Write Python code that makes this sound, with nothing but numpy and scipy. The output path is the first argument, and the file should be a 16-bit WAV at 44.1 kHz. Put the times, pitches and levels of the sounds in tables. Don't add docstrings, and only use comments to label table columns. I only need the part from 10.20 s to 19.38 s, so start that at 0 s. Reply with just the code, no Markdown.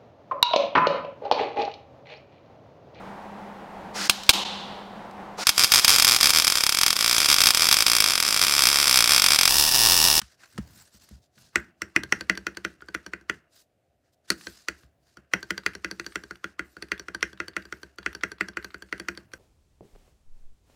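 import sys
import numpy as np
from scipy import signal
from scipy.fft import rfft, irfft
from scipy.io import wavfile
from scipy.ndimage import uniform_filter1d, map_coordinates

SR = 44100
rng = np.random.default_rng(int(sys.argv[2]) if len(sys.argv) > 2 else 0)


def waveform_to_disk(signal):
    frames = np.transpose(np.atleast_2d(signal))
    scaled = np.clip(frames, -1, 1) * 32767
    samples = np.round(scaled).astype(np.int16)
    wavfile.write(sys.argv[1], SR, samples)


def volts_from_decibels(level):
    exponent = np.asarray(level, float) / 20
    return 10 ** exponent


N = 404838
RING = np.arange(round(0.3 * SR)) / SR


def unit(x):
    return x / np.sqrt(np.mean(x ** 2) + 1e-20)


def along(points, hz):
    f, v = np.transpose(points)
    return np.interp(np.log(hz + 1), np.log(f + 1), v)


def decay(t60, rise):
    return volts_from_decibels(-60 * RING / t60) * (1 - np.exp(-RING / rise))


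def burst(spectrum, envelope):
    gain = volts_from_decibels(along(spectrum, np.fft.rfftfreq(len(RING), 1 / SR)))
    noise = irfft(rfft(rng.standard_normal(len(RING))) * gain, len(RING))
    out = envelope * noise
    return out / np.abs(out).max()


def hiss(spectrum, patchy_db):
    hz, _, z = signal.stft(rng.standard_normal(N), SR, nperseg=512)
    field = uniform_filter1d(rng.standard_normal(z.shape), size=8, axis=0)
    field = uniform_filter1d(field, size=5, axis=1)
    gain = volts_from_decibels(along(spectrum, hz)[:, None] + patchy_db * unit(field))
    return unit(signal.istft(z * gain, SR, nperseg=512)[1][:N])


def ring(modes, attack, vary_db=2.3):
    hz, db, t60 = np.transpose(modes)[:, :, None]
    detune = 0.009 * rng.standard_normal((len(modes), 1))
    vary = vary_db * rng.standard_normal((len(modes), 1))
    wave = np.sin(2 * np.pi * hz * (1 + detune) * RING)
    rise = (1 - np.exp(-RING / attack * (hz / hz[0]) ** 2)) ** 2
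    out = np.sum(volts_from_decibels(db + vary - 60 * RING / t60) * rise * wave, axis=0)
    return out / np.abs(out).max()


# f/Hz, t60/s
SCATTER_T60 = [(150, 0.43), (600, 0.046), (1600, 0.22), (4000, 0.15), (10000, 0.14)]


def answer(x, db):
    hz, t, z = signal.stft(rng.standard_normal(len(RING)), SR, nperseg=128)
    damping = volts_from_decibels(-60 * t / along(SCATTER_T60, hz)[:, None])
    tail = signal.istft(z * damping, SR, nperseg=128)[1][:len(RING)]
    tail = tail * (1 - np.exp(-(RING / 0.008) ** 2))
    instant = x * (0.15 + np.exp(-RING / 0.002))
    instant = instant * np.linalg.norm(x) / np.linalg.norm(instant)
    return x + volts_from_decibels(db) * signal.fftconvolve(instant, tail / np.linalg.norm(tail))[:len(RING)]


def rattle(envelope):
    late = rng.uniform(0.001, 0.005, size=2)
    weaker_db = rng.uniform(-13, -6, size=2)
    out = envelope
    for s, db in zip(late, weaker_db):
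        out = out + volts_from_decibels(db) * np.roll(envelope, round(s * SR))
    return out


def swells(rows):
    middle, half, *levels = np.transpose(rows)[:, :, None]
    t = np.arange(N) / SR
    coarse = t[::32]
    shape = volts_from_decibels(-20 * np.abs((coarse - middle) / half) ** 2.6)
    return [np.interp(t, coarse, np.sqrt(volts_from_decibels(2 * db[:, 0]) @ shape)) for db in levels]


def add(track, s, sound):
    track[max(round(s * SR), 0):][:len(sound)] += sound


# f/Hz, density/dB per Hz
ROOM_SPECTRUM = [(18, -35.5), (30, -15), (81, 13), (121, -3), (157, -8.5), (295, 4.5), (415, -2),
                 (684, 5.5), (913, -16.5), (1460, -12.5), (4420, -21), (15500, -28.5), (15900, -58)]


def room():
    return volts_from_decibels(-72) * hiss(ROOM_SPECTRUM, patchy_db=1)


# middle t/s, half length/s, rumble level/dB
PALM_SHIFTS = [(.236, 0.04, -71), (.37, 0.029, -64), (.5, 0.15, -47), (.73, 0.073, -65.5),
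               (.835, .035, -53.5), (.97, 0.093, -57.5), (1.22, 0.082, -56), (1.34, 0.018, -57),
               (3.93, 0.092, -72.5), (9.1, 0.089, -57), (4.7, 0.14, -65.5), (4.85, 0.099, -63)]
# f/Hz, density/dB per Hz
MAT_SPECTRUM = [(40, -11), (70, 4), (200, -2.5), (500, -19.5), (1000, -16.5), (1500, -34.5)]


def palms():
    return volts_from_decibels(-8) * swells(PALM_SHIFTS)[0] * hiss(MAT_SPECTRUM, patchy_db=3)


# t/s, peak level/dB, desk level against it/dB
BUMPS = [
    (0.02, -42, -13),
    (0.388, -23, -19.5),
    (0.748, -50, -11.5),
    (0.914, -40, -10),
    (1.174, -53.5, -32),
    (1.36, -49, -1),
    (4.104, -44, -16),
    (4.637, -54, -6),
]
# f/Hz, level/dB, t60/s
HEEL_MODES = [(150, -1, 0.079), (199.7, 5, 0.047), (305, -1.5, 0.026), (400, -12.5, .025)]
# f/Hz, level/dB, t60/s
DESK_MODES = [(69.7, 0.51, 0.19), (123, 2, 0.082), (86.4, -1.3, 0.14)]


def hands():
    track = np.zeros(N + SR)
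    damped = [(hz, db, 0.69 * t60) for hz, db, t60 in DESK_MODES]
    for s, db, desk_db in BUMPS:
        thud = ring(HEEL_MODES, attack=0.004) + volts_from_decibels(desk_db + 10.5) * ring(damped, attack=0.012)
        add(track, s - 0.003, volts_from_decibels(db) * thud)
    return track[:N]


# t/s, force level/dB, then against it
# lower cap level/dB, stem level/dB, extra case level/dB
PRESSES = [(1.3565, -6.5, -7, -15.5, 3.5), (1.618, -18, -5, -10, -2.5), (1.7617, -3.5, -13, -19, 1.5),
           (1.923, -6, -8, -15, 0), (2.0963, -7, -8, -15, 1), (2.2668, -17.5, -1, -12, 1.5),
           (2.448, -17.5, -1, -11.5, 2.5), (2.6205, -48.5, 14, -9, -2), (2.7467, -19.5, 0, -13, 1),
           (2.934, -21.5, -1.5, -17.5, -1.5), (3.096, -13.5, -3.5, -14.5, 0.5),
           (4.1021, -14.5, -4.5, -2, 4.5), (4.4838, -15.5, -4, -10, -1.5), (4.97, -50, 12, -2.5, -3.5)]
RUN = [(5.1354, -7.5, -6.5, -16, 0.0063), (5.3049, -15.5, -3.5, -12, 0), (5.4619, -11, -5, -12, 0),
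       (5.645, -18.5, -2.5, -12.5, 0), (5.7963, -22.5, -3.5, -10.5, 0), (5.956, -19, -1.5, -10.5, 0),
       (6.1083, -33, 7, -10, 0), (6.2415, -25, 3.5, -10, 0), (6.3927, -19.5, -1.5, -17, 0.0047),
       (6.5666, -45.5, 12.5, -6.5, 0), (6.7171, -13.5, -6, -15, 0), (6.8833, -28.5, 2.5, -12, 0),
       (7.027, -11, -5, -14.5, 0), (7.201, -17.5, -3, -18, 0), (7.365, -16.5, -3, -15.5, 0),
       (7.524, -26.5, 2.5, -11, 0.0043), (7.7842, -36.5, 5.5, -5, 0.0094), (7.8612, -14, -3.5, -19.5, 0),
       (8.0345, -13, -4.5, -16, 0), (8.2081, -12, -5, -19, 0), (8.3699, -19, 0, -17, 0.0079),
       (8.543, -34, 6, -9.5, 0), (8.7254, -17.5, -3.5, -18, 0.013), (8.8845, -18, -1.5, -12.5, 0)]
# t/s, force level/dB, then against it lower cap level/dB, stem level/dB
RELEASES = [(1.8339, -29.5, 4.5, -2.5), (2.0086, -27.5, 2, -4.5), (2.174, -31, 6, -1.5),
            (2.37, -31.5, 4.5, -3), (2.6851, -42, 11, -3), (2.863, -37.5, 9, -1), (3.0107, -73, 25, 12),
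            (4.2688, -30, 2.5, -4.5), (5.228, -40, 11, 4), (5.3776, -28.5, 4, -2.5), (5.5507, -33, 3, -3),
            (5.7115, -29.5, 2.7, -2.5), (5.8635, -34, 6.5, 1), (6.0361, -44.5, 11.5, 1.5),
            (6.6233, -27.5, -2.5, -6.5), (6.7953, -35.5, 5, -0.5), (6.9466, -31, 9.5, -1.5),
            (7.1299, -48.5, 10.5, 0), (7.2813, -37, 6.5, 0.5), (7.4528, -52, 14.5, 4.5),
            (7.6309, -40, 8, -2), (7.949, -36, 8, 0), (8.1165, -36.5, 8, -1.5), (8.2846, -37, 8.5, -1),
            (8.4446, -32, 5, -3.5), (8.622, -46.5, 14.5, 4), (8.7977, -29, 1, -5.5),
            (8.9739, -37.5, 4, -1.5), (9.1348, -35, 5, -3)]


def roll(db, grows, t60):
    power = np.zeros(N)
    for s, force_db, *_ in PRESSES + RUN + RELEASES:
        power[round(s * SR)] = volts_from_decibels(2 * (db + grows * force_db))
    return np.sqrt(signal.lfilter([1], [1, -volts_from_decibels(-120 / SR / t60)], power))


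# middle t/s, half length/s,
# hiss level/dB, level of the drag through the cap/dB
SLIDES = [(0.03, 0.065, -58.5, -64.5), (0.12, 0.039, -63, -68.5), (0.232, 0.043, -58.5, -59),
          (.241, 0.008, -57, -51.5), (.33, 0.049, -82, -79), (0.38, 0.12, -62.5, -65.5),
          (0.58, .11, -59, -65.5), (0.75, 0.036, -59.5, -67.5), (0.83, 0.036, -57.5, -69),
          (0.91, 0.069, -61, -70.5), (1.04, 0.03, -68.5, -84), (1.23, 0.079, -59.5, -71),
          (1.34, 0.015, -70, -66), (3.375, 0.054, -60, -72), (3.87, 0.038, -79.5, -81),
          (4.055, 0.013, -68, -75), (4.094, 0.016, -53.5, -60.5), (4.24, 0.067, -53, -62),
          (4.36, 0.097, -57, -67.5), (4.57, 0.095, -64.5, -73.5), (3.937, 0.012, -71, -94.5),
          (4.9, 0.072, -69.5, -77.5), (5.0, .04, -100, -87), (5.12, 0.0053, -62, -55),
          (6.49, 0.087, -72, -90)]
# middle t/s, half length/s, hiss level/dB, dry hiss level/dB
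RUBS = [(1.42, 0.071, -68, -96), (1.67, 0.092, -72, -86), (1.96, 0.091, -60.5, -76), (2.2, 0.3, -69, -84),
        (2.49, 0.062, -64, -77), (2.8, 0.21, -70.5, -90), (3.14, 0.054, -65, -90), (5.2, 0.075, -64.5, -84),
        (5.34, 0.092, -65, -79), (5.5, 0.1, -65, -78), (5.72, 0.14, -66, -80), (5.9, .1, -63.5, -67),
        (6.07, 0.13, -67, -76), (6.28, 0.06, -68, -87), (6.6, 0.14, -70.5, -84), (6.83, 0.2, -72, -87),
        (7.07, 0.074, -64, -81), (7.26, 0.054, -68, -84), (7.41, 0.055, -69, -81), (7.56, 0.11, -70, -72),
        (7.69, 0.085, -74.5, -89.5), (7.91, 0.11, -68, -78), (8.08, 0.057, -70, -72),
        (8.25, 0.053, -66, -84), (8.47, 0.098, -72, -77), (8.6, 0.046, -76, -80), (8.76, 0.12, -68, -77),
        (8.92, 0.094, -76, -72), (9.02, 0.063, -75.5, -87), (9.15, 0.029, -70, -71)]
# middle t/s, half length/s, level/dB
FLICKS = [(0.32, 0.1, -70), (0.59, 0.091, -60.5), (0.755, 0.034, -64), (0.83, .03, -67),
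          (0.891, 0.0018, -50.5), (1.2, 0.023, -64), (0.77, .003, -58), (3.38, 0.06, -67),
          (3.937, 0.011, -77.5), (4.25, 0.1, -59), (4.6, 0.054, -70.5), (6.49, 0.063, -71)]
# f/Hz, density/dB per Hz
SKIN_SPECTRUM = [(1350, -12.5), (2300, -7), (4300, 4), (4770, 5), (7640, -1.5), (11500, -10),
                 (15600, -15.5), (15900, -53.5)]
# f/Hz, density/dB per Hz
DRAG_SPECTRUM = [(700, -9.5), (1200, -4.5), (1550, 2.5), (1950, -2.5), (2300, -8), (2800, -5.5),
                 (4000, -35)]
# f/Hz, density/dB per Hz
DRY_SKIN_SPECTRUM = [(3000, -30.5), (5500, -9.5), (7800, -1), (10500, -7.5), (14000, -7.5), (15600, -10),
                     (15900, -49)]


def fingertip():
    skin_gain, drag_gain = swells(SLIDES)
    rub_gain, dry_rub_gain = swells(RUBS)
    flick_gain = swells(FLICKS)[0]
    skin_gain = np.hypot(np.hypot(skin_gain, rub_gain), roll(-68, grows=0.2, t60=0.4))
    drag_gain = np.hypot(drag_gain, roll(-51, grows=0.3, t60=0.5))
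    dry_gain = np.hypot(np.hypot(flick_gain, dry_rub_gain), roll(-78.5, grows=0.2, t60=0.4))
    texture = rng.standard_normal(SR // 10)
    grain = volts_from_decibels(2 * map_coordinates(texture, [np.arange(N) * 220 / SR]))
    skin = volts_from_decibels(-1.5) * skin_gain * hiss(SKIN_SPECTRUM, patchy_db=1.2)
    drag = volts_from_decibels(0.5) * drag_gain * hiss(DRAG_SPECTRUM, patchy_db=1.2)
    dry_skin = dry_gain * hiss(DRY_SKIN_SPECTRUM, patchy_db=6)
    return grain * (dry_skin + skin + drag)


# t/s, peak level/dB
SPECKS = [(.308, -62), (1.4, -51), (1.9114, -61), (2.615, -51), (2.6603, -57), (5.128, -52), (5.206, -49),
          (5.2728, -62), (6.0825, -60), (6.6053, -62), (7.105, -60), (7.18, -64), (7.26, -58),
          (7.6738, -66.5), (7.7587, -58), (8.581, -55), (8.845, -63)]


def specks():
    track = np.zeros(N + SR)
    for s, db in SPECKS:
        add(track, s, volts_from_decibels(db) * burst(DRY_SKIN_SPECTRUM, rattle(decay(0.0061, rise=0.00049))))
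    return track[:N]


# t/s, peak level/dB, t60/s
KNOCKS = [
    (0.0161, -27, 0.019),
    (0.3782, -26, 0.033),
    (4.1162, -25, 0.051),
]
# f/Hz, density/dB per Hz
KNOCK_SPECTRUM = [(600, -17.5), (1300, 7.5), (2000, -1.5), (3200, -5), (5300, -6), (9000, -13),
                  (15500, -26.5), (16300, -48)]


def fingernail():
    track = np.zeros(N + SR)
    for s, db, t60 in KNOCKS:
        add(track, s, volts_from_decibels(db) * answer(burst(KNOCK_SPECTRUM, decay(t60, rise=0.00082)), -16))
    return track[:N]


# t/s, peak level/dB
TICKS = [(0.8882, -51), (2.1524, -38), (2.2652, -46), (2.3482, -48), (2.4452, -36.5), (2.7439, -33),
         (2.845, -58), (4.21, -41), (5.5345, -42.5), (5.844, -45), (6.156, -44.5), (6.6847, -50),
         (6.7781, -40), (7.008, -43.5), (7.423, -47), (7.9293, -39), (8.426, -41.5), (8.779, -45),
         (8.95, -46), (9.1177, -51)]
# t/s, peak level/dB
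TOUCHES = [(1.1784, -49.5), (2.607, -43), (4.633, -51), (5.435, -47), (5.9217, -44), (7.175, -46),
           (7.334, -48), (7.8288, -41.5), (8.0098, -41), (8.1835, -44.5), (8.334, -48), (8.505, -43.5),
           (8.688, -53), (8.8498, -51)]
# f/Hz, density/dB per Hz
WIRE_SPECTRUM = [(700, -42), (1300, 4), (2500, 1.5), (4500, -6), (7000, -22.5), (12000, -15), (16300, -48)]
# f/Hz, density/dB per Hz
TOUCH_SPECTRUM = [(500, -48), (1000, -8.5), (1500, 2), (2600, -9), (4500, -10), (7000, -33.5),
                  (16000, -37.5)]
# f/Hz, level/dB, t60/s
STEM_MODES = [(3406, -10, .018), (4250, -8, .018), (4563, -1, .022), (5650, -7, .016), (3000, -14, .014),
              (9700, -13, .01), (12800, -24, .02)]


def wire():
    track = np.zeros(N + SR)
    envelope = decay(0.0061, rise=0.00049)
    for s, db in TICKS:
        tick = burst(WIRE_SPECTRUM, rattle(envelope))
        tick = tick + volts_from_decibels(-10) * ring(STEM_MODES, attack=0.00069, vary_db=4)
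        add(track, s, volts_from_decibels(db + 5.5) * answer(tick, -18.5))
    for s, db in TOUCHES:
        touch = burst(TOUCH_SPECTRUM, rattle(envelope ** 0.6))
        add(track, s, volts_from_decibels(db + 3.5) * answer(touch, -8.5))
    return track[:N]


# f/Hz, level/dB, t60/s
UPPER_MODES = [(2005, 4, 0.014), (2124, -1.5, 0.0081), (2400, -21, 0.032), (2468, -6.5, 0.021),
               (2670, -10.5, 0.023), (1900, -25, 0.06)]
# f/Hz, level/dB, t60/s
LOWER_PRESS_MODES = [(1445, 10.5, 0.024), (1329, -14, 0.025), (1615, -11, 0.085), (880, -13, 0.03),
                     (1540, -12, .03)]
# f/Hz, level/dB, t60/s
LOWER_RELEASE_MODES = [(1570, -0.5, 0.027), (1490, 14.5, 0.0047), (1275, 3, 0.011), (1060, -11, 0.023),
                       (930, -17, .06), (1555, -3.5, .05)]
# f/Hz, level/dB, t60/s
STEM_PRESS_MODES = [(3406, -6, .016), (4290, -5, .016), (4563, -1.5, .018), (5650, -1, .012),
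                    (3110, -6, .014), (7450, -9, .009), (4800, -8, .012), (6000, -6, .008)]
# f/Hz, level/dB, t60/s
CASE_MODES = [(346.3, 0, 0.065), (190.4, -2.5, 0.093), (400.3, 6, 0.033), (475.4, 2, 0.022),
              (620, -19, 0.095), (685, -18.5, 0.047), (254, -12, .05)]
# f/Hz, density/dB per Hz
CRACK_SPECTRUM = [(2200, -24), (3200, 8), (3800, -20.5), (5500, -0.5), (7500, -8), (8700, -12.5),
                  (9800, -11), (12000, -20.5), (15500, -16), (16300, -58)]
# f/Hz, density/dB per Hz
SNAP_SPECTRUM = [(2500, -42), (3400, -13.5), (4600, 1), (6000, 0), (7500, -10), (9500, -4.5), (13000, -15),
                 (16300, -27)]
# f/Hz, density/dB per Hz
SLAM_SPECTRUM = [(60, -21), (150, 3.5), (500, -5), (900, -6), (1500, -30.5), (3000, -50)]
# f/Hz, density/dB per Hz
CLATTER_SPECTRUM = [(900, -27.5), (1300, -5), (1600, 10), (1900, -0.5), (2300, -12.5), (2800, -15),
                    (3500, -24), (6000, -40.5)]
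# f/Hz, density/dB per Hz
GUIDE_SPECTRUM = [(800, -28), (1200, -6.5), (1500, -18), (2000, -20.5), (5000, -25), (12000, -45)]


def strokes(rows, lower_modes, stem_modes, crack_db, crack_t60, travel_db, wet_db, far_db):
    track = np.zeros(N + SR)
    for s, db, lower_db, stem_db, *weight_db in rows:
        crack_spectrum = SNAP_SPECTRUM if stem_db - lower_db > -5.5 else CRACK_SPECTRUM
        crack = burst(crack_spectrum, decay(crack_t60, rise=0.0002))
        modes = STEM_MODES if stem_db > -9.8 else stem_modes
        stem = ring(modes, attack=0.000081, vary_db=4.5) + volts_from_decibels(crack_db) * crack
        stem = volts_from_decibels(stem_db + 8) * stem
        cap = ring(UPPER_MODES, attack=0.00048, vary_db=1.5)
        cap = cap + volts_from_decibels(lower_db) * ring(lower_modes, attack=0.00058, vary_db=1.5)
        far_lag = round(SR * rng.normal(0.0108, 0.0006))
        key = -cap - stem - volts_from_decibels(far_db) * np.roll(cap + 0.45 * stem, far_lag)
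        clatter = burst(CLATTER_SPECTRUM, decay(0.19, rise=0.0034))
        key = key + volts_from_decibels(-20.5 + 0.33 * lower_db) * clatter

        case_db = -23 + sum(weight_db) + (0.42 - 1) * db
        desk_db = -41.5 + (0.23 - 1) * db
        body = volts_from_decibels(case_db) * ring(CASE_MODES, attack=0.003, vary_db=2.2)
        body = body + volts_from_decibels(desk_db) * ring(DESK_MODES, attack=0.005)
        body = body + volts_from_decibels(-12.5 + db) * burst(SLAM_SPECTRUM, decay(0.018, rise=0.0004))
        body = np.roll(body, round(0.0012 * SR))
        add(track, s + 0.0007, volts_from_decibels(db) * (answer(key, wet_db) + answer(body, -10.5)))

        travel = burst(GUIDE_SPECTRUM, volts_from_decibels(-60 * RING / 0.03))[round(0.02 * SR)::-1]
        add(track, s - 0.0192, volts_from_decibels(0.5 * db + travel_db) * travel)
    return track[:N]


def scene():
    background = room() + palms() + hands()
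    finger = fingertip() + specks() + fingernail()
    presses = strokes(PRESSES + RUN, LOWER_PRESS_MODES, STEM_PRESS_MODES, crack_db=-3, crack_t60=0.016,
                      travel_db=-32, wet_db=-21.5, far_db=-19)
    releases = strokes(RELEASES, LOWER_RELEASE_MODES, STEM_MODES, crack_db=-3.5, crack_t60=0.012,
                       travel_db=-28, wet_db=-22.5, far_db=-19.5)
    return (background + finger + wire() + presses + releases)[None]


def top_cut(x):
    return signal.sosfilt(signal.butter(12, 16820, fs=SR, output="sos"), x)


def record(dry):
    cut = signal.butter(6, 50, "high", fs=SR, output="sos")
    return top_cut(signal.sosfilt(cut, dry))


dry = scene()
out = record(dry)
waveform_to_disk(out)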